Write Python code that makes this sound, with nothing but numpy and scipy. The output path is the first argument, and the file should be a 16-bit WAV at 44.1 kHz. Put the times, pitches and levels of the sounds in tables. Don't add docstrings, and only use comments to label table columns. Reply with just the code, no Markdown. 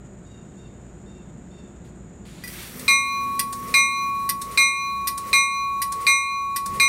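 import sys
import numpy as np
from scipy import signal
from scipy.fft import rfft, irfft
from scipy.io import wavfile
from scipy.ndimage import uniform_filter1d, minimum_filter1d

SR = 44100
rng = np.random.default_rng(int(sys.argv[2]) if len(sys.argv) > 2 else 0)


def store_pcm(level_fs):
    pcm = np.round(np.clip(level_fs, -1, 1) * 32767).astype(np.int16)
    wavfile.write(sys.argv[1], SR, np.atleast_2d(pcm).T)


N = 303408
TIME = np.arange(N) / SR

# t/s, force/dB, trim of the bell's hum/dB, share of the hum's twin/0-1
STRIKES = [(2.88, -0.5, -0.5, 0.32), (3.7403, .5, -1, 0.46), (4.5746, 0, -2, 0.29),
           (5.3300, -0.75, 2, 0.11), (6.0670, -1, 1, 0.1), (6.7987, -1, -0.5, 0.2)]
# f/Hz, relative level/dB
VALVE_COLOUR = [(900, -10), (1800, -11), (3100, -19), (3800, -6), (6000, -8.5), (7600, -6), (8600, -2.5),
                (9750, 0), (10300, -16), (11700, -5), (13500, -21), (15500, -15)]
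# f/Hz, relative level/dB
PIPE_COLOUR = [(800, -4), (2300, 1), (3100, -1.5), (3500, 0.5), (3900, -2), (4500, -1.5), (5200, -8),
               (9000, -5.5), (12000, -14), (15600, -22)]


def from_db(db):
    return 10 ** (np.asarray(db) / 20)


def unit_rms(x):
    return x / np.sqrt(np.mean(x ** 2) + 1e-20)


def noise(colour):
    hz, db = np.transpose(colour)
    f = np.maximum(np.fft.rfftfreq(N, 1 / SR), 1)
    gain = from_db(np.interp(np.log(f), np.log(hz), db)) * np.minimum(f / hz[0], 1) ** 2
    return unit_rms(irfft(rfft(rng.standard_normal(N)) * gain, N))


def drift(rate_hz):
    f = np.fft.rfftfreq(N, 1 / SR)
    return unit_rms(irfft(rfft(rng.standard_normal(N)) / (1 + (f / rate_hz) ** 2), N))


def burst(start, rise, t60):
    age = np.maximum(TIME - start, 0)
    return (1 - np.exp(-age / rise)) * from_db(-60 * np.minimum(age / t60, 3))


def hump(crest_s, width_s):
    return np.exp(-((TIME - crest_s) / width_s) ** 2)


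def hiss_level(opens_s, db, settle_db_per_s=3):
    age = np.maximum(TIME - opens_s, 0)
    return (1 - np.exp(-age / .004)) * from_db(db - settle_db_per_s * age)


def trackside(x, wet_db, t60, dull_hz):
    t = TIME[:SR]
    tail = rng.standard_normal(SR) * from_db(-60 * t / t60) * (t > .006)
    tail = signal.sosfilt(signal.butter(1, dull_hz, fs=SR, output="sos"), tail)
    return x + from_db(wet_db) * signal.fftconvolve(x, tail / np.linalg.norm(tail))[:N]


def insects(level_db=-60, shimmer_db=1):
    # f/Hz, relative level/dB
    chorus = [(3000, -28.5), (6200, -17), (6600, -7), (6950, 3.5), (7250, -0.5), (7550, -7), (8300, -7),
              (8600, -21), (10300, -31), (14500, -34), (16000, -50)]
    return from_db(level_db + shimmer_db * drift(25)) * noise(chorus)


def far_bird(sag=0.0308, scoop=0.059, rasp=0.0089, trim_db=0.5, flutter_db=2.5, darken_db=9):
    # t/s, length/s, pitch/Hz, level/dB
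    calls = [(.25, 0.18, 942, -59.5), (0.571, 0.13, 923, -59), (1.056, 0.176, 921, -58),
             (1.507, 0.18, 912, -58.5)]
    # harmonic number, level/dB
    harmonics = [(3, -8.5), (4, -5), (5, -16.5), (6, -18), (10, -23), (12, -28)]
    out = np.zeros(N)
    for start, length, pitch, db in calls:
        along = np.clip((TIME - start) / length, 0, 1)
        on = (along > 0) & (along < 1)
        hz = pitch * (1 - sag * along ** 2 - scoop * np.exp(-along * 20) + rasp * drift(150))
        phase = 2 * np.pi * np.cumsum(hz) / SR
        shift_db = darken_db * (along[on] - .5)
        voice = sum(from_db(level + (shift_db if i == 0 else -shift_db)) * np.sin(round(k) * phase[on])
                    for i, (k, level) in enumerate(harmonics))
        voice *= from_db(flutter_db * drift(40)[on])
        out[on] += from_db(db + trim_db) * np.sin(np.pi * along[on]) ** .25 * voice
    return trackside(out, wet_db=-8, t60=0.88, dull_hz=5000)


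def far_motor(start_s=2.68, pitch_hz=251, sag_hz_per_s=5, level_db=-41.5, octave_db=-13):
    attack_s, hold_s, release_s = 0.093, 0.99, 0.56
    age = np.maximum(TIME - start_s, 0)
    fading = np.maximum(age - attack_s - hold_s, 0)
    envelope = np.minimum(age / attack_s, 1) * np.exp(-fading / release_s)
    phase = 2 * np.pi * np.cumsum(pitch_hz - sag_hz_per_s * age) / SR + 0.56 * drift(12)
    return from_db(level_db) * envelope * (np.sin(phase) + from_db(octave_db) * np.sin(2 * phase))


def standing_train(fans_db=-43, deep_db=-51, eases_s=4.22, fall_db_per_s=2.5, hum_follows=0.62):
    # f/Hz, relative level/dB
    fan_colour = [(105, -6), (197, 0), (284, -11), (357, -9), (429, -14.5), (728, -21.5), (1180, -27.5),
                  (1450, -26.5), (3310, -40.5), (3620, -40.5), (3970, -43), (6000, -66), (7800, -82),
                  (13200, -120)]
    # f/Hz, relative level/dB
    deep_colour = [(15, -40), (25, -11), (43, -2.5), (62, 2.5), (85, -2), (130, -8), (250, -41),
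                   (2000, -120)]
    # f/Hz, starting rms level/dB
    gear_tones = [(59.3, -52.5), (119.6, -56.5), (199.2, -56.5), (360.7, -61), (592.2, -65), (710.6, -68)]
    fall_db = fall_db_per_s * np.maximum(TIME - eases_s, 0)
    swell = hump(crest_s=6.79, width_s=0.11)
    fans = (from_db(fans_db - fall_db) + from_db(-42) * swell) * noise(fan_colour)
    deep = (from_db(deep_db) + from_db(-45) * swell) * noise(deep_colour)
    hum = sum(from_db(db) * np.sqrt(2) * np.sin(2 * np.pi * hz * TIME + 0.86 * drift(2.9))
              for hz, db in gear_tones)
    return fans + deep + from_db(-hum_follows * fall_db) * hum


def stray_puff(start_s=1.842, level_db=-53):
    return from_db(level_db) * burst(start_s, rise=0.009, t60=0.23) * noise(PIPE_COLOUR)


def air_supply(surge_db=11.5, flutter_db=1.5):
    # f/Hz, relative level/dB
    leak_colour = [(600, -23), (1200, 0.5), (2100, 8), (3100, -8.5), (5000, -3), (5700, 8), (6700, -4),
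                   (8700, 7), (9500, 5), (10400, 2.5), (12100, 9), (13400, 4), (15600, 5)]
    surge = from_db(surge_db * hump(crest_s=2.615, width_s=0.12))
    pipe = hiss_level(opens_s=2.25, db=-51) * surge * noise(PIPE_COLOUR)
    flutter = from_db(flutter_db * drift(30))
    leak = hiss_level(opens_s=2.435, db=-41) * flutter * noise(leak_colour)
    return pipe + leak


def piston_rise(puff_db=-36.5, puff_lead_s=0.066, rush_db=-41, rush_lead_s=0.034):
    # f/Hz, relative level/dB
    rush_colour = [(150, -42), (300, -9), (410, 1), (560, -4), (780, -19), (1250, -4), (1600, -21),
                   (2000, -6.5), (3000, -17), (8000, -22.5)]
    puffs = sum(burst(s - puff_lead_s, rise=0.01, t60=0.29) for s, *_ in STRIKES[1:])
    rushes = sum(hump(s - rush_lead_s, width_s=0.1) for s, *_ in STRIKES)
    return from_db(puff_db) * puffs * noise(VALVE_COLOUR) + from_db(rush_db) * rushes * noise(rush_colour)


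def air_valve(seat_s=0.0034, touch_db=-7, t60=0.039, tail_db=-12):
    # t/s, level/dB
    snaps = [(2.792, -33), (3.5247, -26), (4.414, -25.5), (5.1746, -26.5), (5.9194, -25.5), (6.657, -27)]
    envelope = np.zeros(N)
    for start, db in snaps:
        touch = from_db(touch_db) * burst(start, 0.00044, t60)
        seat = burst(start + seat_s, 0.00089, t60)
        tail = from_db(tail_db) * burst(start, rise=.004, t60=0.22)
        envelope += from_db(db) * (touch + seat + tail)
    return envelope * noise(VALVE_COLOUR)


def piston_stop(bounce_s=0.0047, bounce_db=-4, housing_db=-1, rattle_db=1):
    # t/s, force/dB, t60/s, tilt of the housing's ring/dB per octave
    clacks = [(2.438, -40, 0.057, -6), (2.4755, -35.5, 0.054, -1.5), (3.393, -16, 0.065, 2),
              (4.2915, -18.5, 0.085, 1), (5.0724, -19.5, 0.094, 1), (5.818, -21, 0.087, 1.5),
              (6.5607, -23, 0.096, 1.5)]
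    # f/Hz, relative level/dB
    clack_colour = [(900, -30.5), (1800, -10.5), (3200, -13), (5200, -5.5), (6800, -13), (8000, -10.5),
                    (9400, 1.5), (10300, -13.5), (11300, -6), (12300, 2), (13800, -15), (15200, -12),
                    (15900, -30)]
    # f/Hz, level/dB, t60/s
    housing_modes = [(1966, -5, 0.11), (2445, -15.5, 0.1), (4860, -6, 0.1), (5700, -9.5, 0.1),
                     (8340, -9, .08), (9470, -10, 0.25), (9900, -15, 0.086), (11850, -28, .07)]
    contacts = np.zeros(N)
    for start, db, t60, _ in clacks:
        bounce = from_db(bounce_db) * burst(start + bounce_s, 0.00018, t60 / 2)
        contacts += from_db(db) * (burst(start, 0.00026, t60) + bounce)
    out = contacts * from_db(-rattle_db * drift(300)) * noise(clack_colour)
    times, force_db, _, brightness = np.transpose(clacks)
    for hz, db, t60 in housing_modes:
        tilt_db = brightness * np.log2(hz / housing_modes[-1][0])
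        scatter_db = rng.normal(0, 1.14, len(times))
        hits = np.full(N, 1e-18)
        hits[np.round(times * SR).astype(int)] = from_db(force_db + db + housing_db + tilt_db + scatter_db)
        radius, angle = from_db(-60 / (t60 * SR)), 2 * np.pi * hz / SR
        out += signal.lfilter([0, np.sin(angle)], [1, -2 * radius * np.cos(angle), radius ** 2], hits)
    return out


def strike_crack(crack_db=-18, crunch_db=-22.5, crunch_delay_s=0.03):
    # f/Hz, relative level/dB
    crack_colour = [(200, -10), (700, -14.5), (1300, -1), (2400, 6.5), (3200, -9), (4400, 8), (7000, -8.5),
                    (8300, 0), (10000, -8), (12000, -3), (15500, -22)]
    # f/Hz, relative level/dB
    crunch_colour = [(600, -20), (840, 1), (980, -2), (1250, 7), (1600, -18), (2000, 12), (3200, -23),
                     (8000, -36)]
    cracks = sum(from_db(db) * burst(s, rise=0.0002, t60=0.092) for s, db, *_ in STRIKES)
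    crunches = sum(from_db(db) * burst(s + crunch_delay_s, rise=0.0011, t60=0.04)
                   for s, db, *_ in STRIKES)
    crack = from_db(crack_db) * cracks * noise(crack_colour)
    crunch = from_db(crunch_db) * crunches * noise(crunch_colour)
    return crack + crunch


def bell_mode(age, hz, db, t60, swell_s, beat_hz=0, twin=0, crest_s=0, lag_cycles=0):
    tone = np.sin(2 * np.pi * (hz * age - lag_cycles))
    twin_tone = twin * np.sin(2 * np.pi * (hz * age + beat_hz * (age - crest_s)))
    envelope = from_db(db - 60 * age / t60) * (1 - np.exp(-age / swell_s))
    return (tone + twin_tone) * envelope


def bell(hum_hz=1112.4, hum_db=-18, hum_swell_s=0.0057, handover_s=0.004):
    # f/Hz, beat/Hz, twin share/0-1, time to the beat's crest/s
    overtones = [(2139.5, 1.5, .3, .06), (2418, 3.5, .15, 0), (3849, 1.9, .75, 0), (4039.5, 4, .4, 0),
                 (4856, 9, .3, .06), (5979, 4.4, .6, .06), (6303, 5, .2, .06), (6433, 3, .2, .06),
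                 (8063, 5, .2, .06), (8158, 1.9, .35, .06), (9340, 6, .3, .06), (10478, 4, .2, .06),
                 (10760, 6, .3, .06), (11400, 6, .3, .06), (12937, 10, .5, .03), (15465, 4, .2, .06)]
    # level/dB, t60/s, swell/s
    envelopes = [(-9, 0.64, 0.0095), (-10, 0.93, 0.0008), (-24, 0.85, 0.0011), (-17, 0.95, 0.00076),
                 (-28, 0.17, .001), (-14, 0.63, 0.044), (-33.5, 0.45, .002), (-35, 0.63, .002),
                 (-31.5, 0.52, .002), (-19, 0.63, 0.002), (-44.5, 0.44, .002), (-31.5, 0.44, .002),
                 (-41, .25, .002), (-39, .33, .002), (-27.5, 0.32, .01), (-35, 0.3, .002)]
    flare_beat_hz, flare_crest_s = 3.45, 0.035
    out = np.zeros(N)
    ends = [s for s, *_ in STRIKES[1:]] + [N / SR]
    for (start, force_db, trim_db, hum_twin), end in zip(STRIKES, ends):
        span = slice(round(start * SR), min(round((end + .05) * SR), N))
        age = TIME[span] - TIME[span][0]
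        ring = bell_mode(age, hum_hz, hum_db + trim_db, t60=5.3, swell_s=hum_swell_s,
                         beat_hz=.95, twin=hum_twin, crest_s=.32)
        ring += bell_mode(age, hum_hz + flare_beat_hz, db=-28, t60=0.96, swell_s=hum_swell_s,
                          lag_cycles=flare_beat_hz * flare_crest_s)
        for (hz, beat_hz, twin, crest_s), (db, t60, swell_s) in zip(overtones, envelopes):
            beat_hz *= rng.normal(1, .12)
            ring += bell_mode(age, hz, db + rng.normal(0, .5), t60, swell_s, beat_hz, twin, crest_s)
        handover = np.exp(-np.maximum(TIME[span] - end, 0) / handover_s)
        out[span] += from_db(force_db) * ring * handover
    return out


def gain_control(x, threshold_db=-24, squeeze=0.41, attack_s=0.082, hold_s=.1, release_db_per_s=75):
    level_db = 10 * np.log10(np.abs(uniform_filter1d(x ** 2, size=882)) + 1e-12)
    over_db = np.maximum(level_db - threshold_db, 0)
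    hold = round(hold_s * SR)
    held_db = -minimum_filter1d(-over_db, hold, origin=(hold - 1) // 2)
    fall_db = release_db_per_s * TIME
    released_db = np.maximum.accumulate(held_db + fall_db) - fall_db
    pole = np.exp(-1 / (attack_s * SR))
    return x * from_db(-squeeze * signal.lfilter([1 - pole], [1, -pole], released_db))


def scene():
    hits = trackside(strike_crack() + piston_stop() + air_valve(), wet_db=-12, t60=0.17, dull_hz=8040)
    ringing = trackside(bell(), wet_db=-31.5, t60=0.33, dull_hz=5000)
    air = air_supply() + piston_rise()
    background = standing_train() + stray_puff() + far_motor() + insects() + far_bird()
    return (background + air + hits + ringing)[None]


def record(dry, limit_rms=0.24, ceiling=0.47, cutoff_hz=15700):
    levelled = gain_control(dry[0])
    power = uniform_filter1d(levelled ** 2, size=160)
    limited = levelled / (1 + (power / limit_rms ** 2) ** 2) ** (1 / 4)
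    clipped = limited / (1 + (limited / ceiling) ** 8) ** (1 / 8)
    high_cut = signal.ellip(10, .2, 100, cutoff_hz, fs=SR, output="sos")
    return signal.sosfilt(high_cut, clipped)[None]


dry = scene()
out = record(dry)
store_pcm(out)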